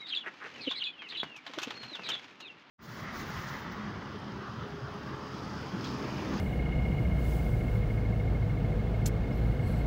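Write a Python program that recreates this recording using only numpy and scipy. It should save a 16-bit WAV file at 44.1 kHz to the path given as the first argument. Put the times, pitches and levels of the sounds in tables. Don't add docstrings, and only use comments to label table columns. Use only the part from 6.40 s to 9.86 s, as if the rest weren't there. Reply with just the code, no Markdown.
import sys
import numpy as np
from scipy import signal
from scipy.io import wavfile
from scipy.ndimage import uniform_filter1d

SR = 44100
rng = np.random.default_rng(int(sys.argv[2]) if len(sys.argv) > 2 else 0)


def digitize_waveform(pressure):
    field = np.atleast_2d(pressure).T
    bounded = np.clip(field, -1, 1)
    quanta = np.round(bounded * 32767).astype(np.int16)
    wavfile.write(sys.argv[1], SR, quanta)


def voltage_ratio(decibels):
    exponent = np.asarray(decibels, float) / 20
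    return 10 ** exponent


N = 152586
T = np.arange(N) / SR


def evened(x):
    return x / np.sqrt(np.mean(x ** 2) + 1e-20)


def resonate(x, hz, width):
    r = np.exp(-np.pi * width / SR)
    pole = r * np.exp(2j * np.pi * hz / SR)
    return 2 * signal.lfilter([1 - r], [1, -pole], x.astype(complex)).real


def drift(top_hz):
    t = T[::32]
    wander = np.zeros(len(t))
    for hz in np.geomspace(top_hz / 20, top_hz, num=20):
        wander += np.sin(2 * np.pi * (hz * t + rng.random())) / np.sqrt(hz)
    return evened(np.interp(T, t, wander))


def noise(points, patchy_db, size):
    hz = np.fft.rfftfreq(size, 1 / SR)
    f, db = np.transpose(points)
    real, imaginary, patches = rng.standard_normal((4 * N // size + 6, len(hz), 3)).T
    patches = uniform_filter1d(patches, size=5, axis=0)
    patches = evened(uniform_filter1d(patches, size=6, axis=1))
    octave = np.log2(hz + 1)
    colour = np.interp(octave, np.log2(f), db)
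    colour -= 12 * np.maximum(np.log2(f[0]) - octave, 0)
    colour -= 24 * np.maximum(octave - np.log2(f[-1]), 0)
    spectra = (real + 1j * imaginary) * voltage_ratio(colour[:, None] + patchy_db * patches)
    return evened(signal.istft(spectra, nperseg=size, noverlap=3 * size // 4)[1][:N])


# time in seconds, rate in four-stroke cycles per second (four firings a cycle).
CYCLE_RATE = [
    (0.0, 15.119),
    (0.5, 15.495),
    (0.75, 14.818),
    (1.05, 13.974),
    (1.45, 13.463),
    (2.0, 13.443),
    (2.6, 13.471),
    (3.0, 14.003),
    (3.46, 14.168),
]


def crank():
    slow, fast = 13.5, 15.3
    speed = np.interp(T, *np.transpose(CYCLE_RATE))
    return np.cumsum(speed) / SR, np.clip((speed - slow) / (fast - slow), 0, 1)


# multiple of the cycle rate, level in dB when slow, level in dB when fast,
# lead in turns when slow, lead in turns when fast, wobble in dB.
ORDERS = [(4, -34, -33.5, 0, -.42, 1.5), (8, -35, -48, .24, .2, 1), (12, -60, -44.5, .15, .1, 2),
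          (3, -46, -60, .62, .1, 2), (10, -50, -50, .1, .3, 3), (13, -51, -52, .4, .3, 2),
          (16, -51, -57.5, .24, .11, 3), (36, -50.5, -64, .7, .67, 1.6), (48, -64, -60.5, .35, .2, 3.5),
          (32, -55, -56, .64, .56, 2.5)]
# time in seconds, extra firing boom in dB.
LOAD_BUMPS = [(0, -13), (.2, 1.5), (.4, 0.5), (.6, -3), (.85, 4), (1.2, -1), (1.4, 2.5), (1.6, 3),
              (1.85, 0.5), (2.0, 3), (2.15, 0), (2.3, -3.5), (2.7, -1.5), (2.88, -4.5), (3.05, 6.5),
              (3.25, -6), (3.46, 7)]


def engine_boom():
    cycle, fast = crank()
    load_db = np.interp(T, *np.transpose(LOAD_BUMPS))
    out = np.zeros(N)
    for order, slow_db, fast_db, slow_lead, fast_lead, wobble_db in ORDERS:
        level_db = slow_db + (fast_db - slow_db) * fast + wobble_db * drift(5.92)
        if order == 4:
            level_db = level_db + load_db
        turns = order * cycle + slow_lead + (fast_lead - slow_lead) * fast
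        out += np.sqrt(2) * voltage_ratio(level_db) * np.cos(2 * np.pi * turns)
    return out


# frequency in Hz, width in Hz, level in dB when slow,
# level in dB when fast, lead in seconds.
BLOCK_MODES = [(2152, 62, -52.7, -48.7, .0055), (2118, 40, -62, -58, .0048), (2250, 80, -67, -62, .001),
               (2870, 150, -67.5, -59.5, .009), (1630, 110, -65, -64, .005), (486, 30, -55, -55, -.004)]
# first, second, third and fourth cylinder in dB.
CYLINDER_DB = [(0, -20, -9.5, -13), (0, -20, -9.5, -13), (0, -10, -8, -8), (0, -14, -3, -7),
               (-1.5, -2.5, 0, -1.5), (-6, 0, -5, -3)]
# time in seconds, then first to fourth cylinder in dB.
KNOCK_SHIFT = [(0, -1.5, 2, 0, -2), (.4, 2, 13, 3.5, 7.5), (.7, -0.5, 9, 1.5, 4.5), (1.4, 3.5, 6, 1, 8),
               (1.8, 2, -2, 3, -7), (2.4, 1, 6, -5.5, 1), (2.7, -1, 3, 3, 0), (2.85, -0.5, 13, 5, 5),
               (3.05, -1, -5, 5.5, -4), (3.46, 1, 4, 0.5, 4)]


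def engine_knock():
    burst_s, spread_db, rattle_spread_db, rough_share, sag_db_per_s = .002, .7, 1.5, .05, -.7
    cycle, fast = crank()
    at = np.searchsorted(4 * cycle, np.arange(int(4 * cycle[-1]) + 1))
    count = len(at)
    strength_chance, time_chance = rng.standard_normal((2, count))
    shift_s, *shifts = np.transpose(KNOCK_SHIFT)
    shift_db = np.array([np.interp(T[at[k]], shift_s, shifts[k % len(shifts)]) for k in range(count)])
    t = np.arange(int(5 * burst_s * SR)) / SR
    burst = t / burst_s * np.exp(-t / burst_s)
    out = np.zeros(N)
    for (hz, width, slow_db, fast_db, lead), pattern in zip(BLOCK_MODES, CYLINDER_DB):
        if abs(hz - BLOCK_MODES[0][0]) < width:
            extra_db = shift_db
        else:
            extra_db = rattle_spread_db * rng.standard_normal(count)
        jitter = (time_chance * 15).astype(int)
        place = np.clip(at - round(lead * SR) + jitter, 0, N - 1)
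        hits = np.zeros(N)
        hits[place] = voltage_ratio(np.resize(pattern, count) + spread_db * strength_chance + extra_db)
        tone_bursts = signal.oaconvolve(hits, burst * np.cos(2 * np.pi * hz * t))[:N]
        noise_bursts = signal.oaconvolve(hits, burst)[:N] * rng.standard_normal(N)
        clean = resonate(tone_bursts, hz, width)
        rough = resonate(resonate(noise_bursts, hz, width), hz, 4 * width)
        ring = (1 - rough_share) * evened(clean) + rough_share * evened(rough)
        level_db = slow_db + (fast_db - slow_db) * fast + sag_db_per_s * (T + 1.5)
        out += voltage_ratio(level_db) * evened(ring)
    return out


# frequency in Hz, level in dB per Hz.
FLOOR_COLOUR = [(20, -48), (30, -21), (42, 3.5), (56, -5.5), (72, 0), (140, -1), (200, -8), (300, -16)]


def road_rumble():
    return voltage_ratio(-32.5 + .5 * drift(3.24)) * noise(FLOOR_COLOUR, patchy_db=1.33, size=4096)


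# frequency in Hz, level in dB per Hz.
ROAR_COLOUR = [(200, -1), (400, -3.5), (700, -8.5), (1000, -17), (1700, -19), (2050, -23.5), (3500, -30),
               (7000, -44.5)]


def fan_and_tyre_roar():
    return voltage_ratio(-40.5 + .3 * drift(3.0)) * noise(ROAR_COLOUR, patchy_db=.9, size=1024)


# frequency in Hz, width in Hz, level in dB when slow, level in dB when fast.
PANEL_MODES = [(490, 22, -55, -55), (644, 30, -56, -55), (718, 30, -56, -56), (180, 16, -48, -42),
               (150, 14, -46, -41), (136, 22, -43, -43), (216, 14, -48, -50), (4300, 150, -76, -76),
               (2150, 70, -67, -63)]


def panel_hum():
    fast = crank()[1]
    out = np.zeros(N)
    for hz, width, slow_db, fast_db in PANEL_MODES:
        hum = resonate(resonate(rng.standard_normal(N), hz, width), hz, 2 * width)
        out += voltage_ratio(slow_db + (fast_db - slow_db) * fast) * evened(hum)
    return out


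# frequency in Hz, level in dB per Hz.
CLOTH_COLOUR = [(2000, -6), (5000, 0), (9000, -1.5), (13000, -1), (15000, 2.5), (15750, 5)]
# peak in seconds, rise in seconds, fall in seconds, level in dB.
STROKES = [(.0, .05, .14, -62), (.6, .2, .2, -67.5), (.94, .08, .075, -54.5), (.83, .06, .05, -63),
           (1.08, .07, .17, -61.5), (1.34, .05, .05, -63), (1.52, .05, .07, -67), (1.78, .04, .04, -72),
           (2.97, .04, .15, -67.5), (3.13, .06, .06, -73), (3.3, .06, .13, -63.5), (2.0, 1.2, 1.5, -72)]


def coat():
    power = np.zeros(N)
    for peak, rise, fall, db in STROKES:
        power += voltage_ratio(2 * db) * np.exp(-((T - peak) / np.where(T < peak, rise, fall)) ** 2)
    return np.sqrt(power) * voltage_ratio(.5 * drift(60.)) * noise(CLOTH_COLOUR, patchy_db=1.2, size=256)


# frequency in Hz, level in dB per Hz.
HISS_COLOUR = [(2000, 0), (4000, 0), (6000, -5), (10000, -3.5), (13500, -3), (15200, 0), (15750, 4)]


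def microphone_hiss():
    return voltage_ratio(-71.8 + .5 * drift(1.7)) * noise(HISS_COLOUR, patchy_db=1.5, size=512)


# start in seconds, frequency in Hz, width in Hz, level in dB.
TRIM_TICKS = [
    (2.927, 5200, 50, -54),
    (2.54, 4000, 120, -57),
    (3.128, 5500, 1500, -53),
    (3.39, 11400, 150, -58),
    (2.975, 13000, 80, -68),
    (3.342, 6300, 200, -62),
]


def trim_ticks():
    out = np.zeros(N)
    for start, hz, width, db in TRIM_TICKS:
        t = np.maximum(T - start, 0)
        envelope = np.minimum(t / 0.00087, 1) * np.exp(-np.pi * width * t)
        out += voltage_ratio(db) * envelope * np.sin(2 * np.pi * hz * t)
    return out


# frequency in Hz, width in Hz, level in dB, lateness in seconds.
METAL_MODES = [(1800, 300, -15, .002), (2300, 90, -14, .003), (2700, 300, -13, -.002),
               (3200, 300, -15, .016), (3600, 300, -15, .004), (4300, 300, -3.5, 0), (4850, 120, -13, .012),
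               (5280, 60, -8, 0), (5790, 60, -6, 0), (6160, 90, 0, 0), (6900, 130, -1, .0005),
               (7280, 70, 0, .001), (8120, 150, -7, -.004), (8000, 300, -9, .006), (11200, 400, -8, .014),
               (11900, 300, -10, -.003), (13300, 300, -11, .014), (15500, 300, -11, .001)]
# frequency in Hz, level in dB per Hz.
GRIT_COLOUR = [(1500, -2), (3000, -3), (5000, 1.5), (8500, 0), (10000, -5), (12000, 1.5), (14000, -10),
               (15750, 2)]


def clink():
    start_s, length_s, rise_s, fall_s, wash_fall_s = 2.6555, .045, .008, .005, .016
    modes_db, wash_db, fuzz_share = -35, -39, .45
    t = np.arange(round(length_s * SR)) / SR
    wash = np.exp(-(t / wash_fall_s) ** 1.2 / 2) * np.minimum(2 * t / rise_s, 1)
    shake = voltage_ratio(wash_db) * wash * noise(GRIT_COLOUR, patchy_db=-0.5, size=256)[:len(t)]
    for hz, width, db, late in METAL_MODES:
        u = t - late - rise_s
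        swell = np.where(u < 0, np.exp(-(u / rise_s) ** 2 * 2), np.exp(-u / fall_s))
        tone = np.sqrt(2) * np.cos(2 * np.pi * hz * (t - rise_s))
        fuzz = evened(resonate(rng.standard_normal(len(t)), hz, 2 * width))
        shake += voltage_ratio(modes_db + db) * swell * ((1 - fuzz_share) * tone + fuzz_share * fuzz)
    fades = np.clip((length_s - t) / .02, 0, 1) * np.minimum(t / .004, 1)
    out, start = np.zeros(N), round(start_s * SR)
    out[start:start + len(t)] = shake * fades
    return out


# frequency in Hz, width in Hz, level in dB, start in seconds, length in seconds.
TRIM_SQUEAKS = [
    (7900, 220, -71.5, 3.21, .22),
    (9900, 600, -70, 3.26, .075),
    (9800, 500, -69, 3.305, .03),
    (11300, 220, -69, 3.24, .095),
    (11300, 150, -74, 3.33, .1),
    (4200, 200, -66, 3.2, .26),
    (4100, 150, -70, 2.92, .2),
    (13000, 200, -73, 2.94, .07),
]


def trim_squeak():
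    out = np.zeros(N)
    for hz, width, db, start, length in TRIM_SQUEAKS:
        swell = np.sqrt(np.sin(np.pi * np.clip((T - start) / length, 0, 1)) + 1e-9)
        out += voltage_ratio(db + 2.2 * drift(60.)) * swell * evened(resonate(rng.standard_normal(N), hz, width))
    return out


def scene():
    engine = engine_boom() + engine_knock()
    road = road_rumble() + fan_and_tyre_roar() + panel_hum()
    small_parts = trim_ticks() + clink() + trim_squeak()
    return (engine + road + coat() + small_parts)[None]


def top_cut(x):
    return signal.sosfilt(signal.butter(12, 16550, fs=SR, output="sos"), x)


def record(dry):
    heard = dry + microphone_hiss()
    low_pass = signal.firwin(4095, 15760, window=("kaiser", 9), fs=SR)
    heard = signal.oaconvolve(heard, low_pass[None], "same")
    return top_cut(heard)


dry = scene()
out = record(dry)
digitize_waveform(out)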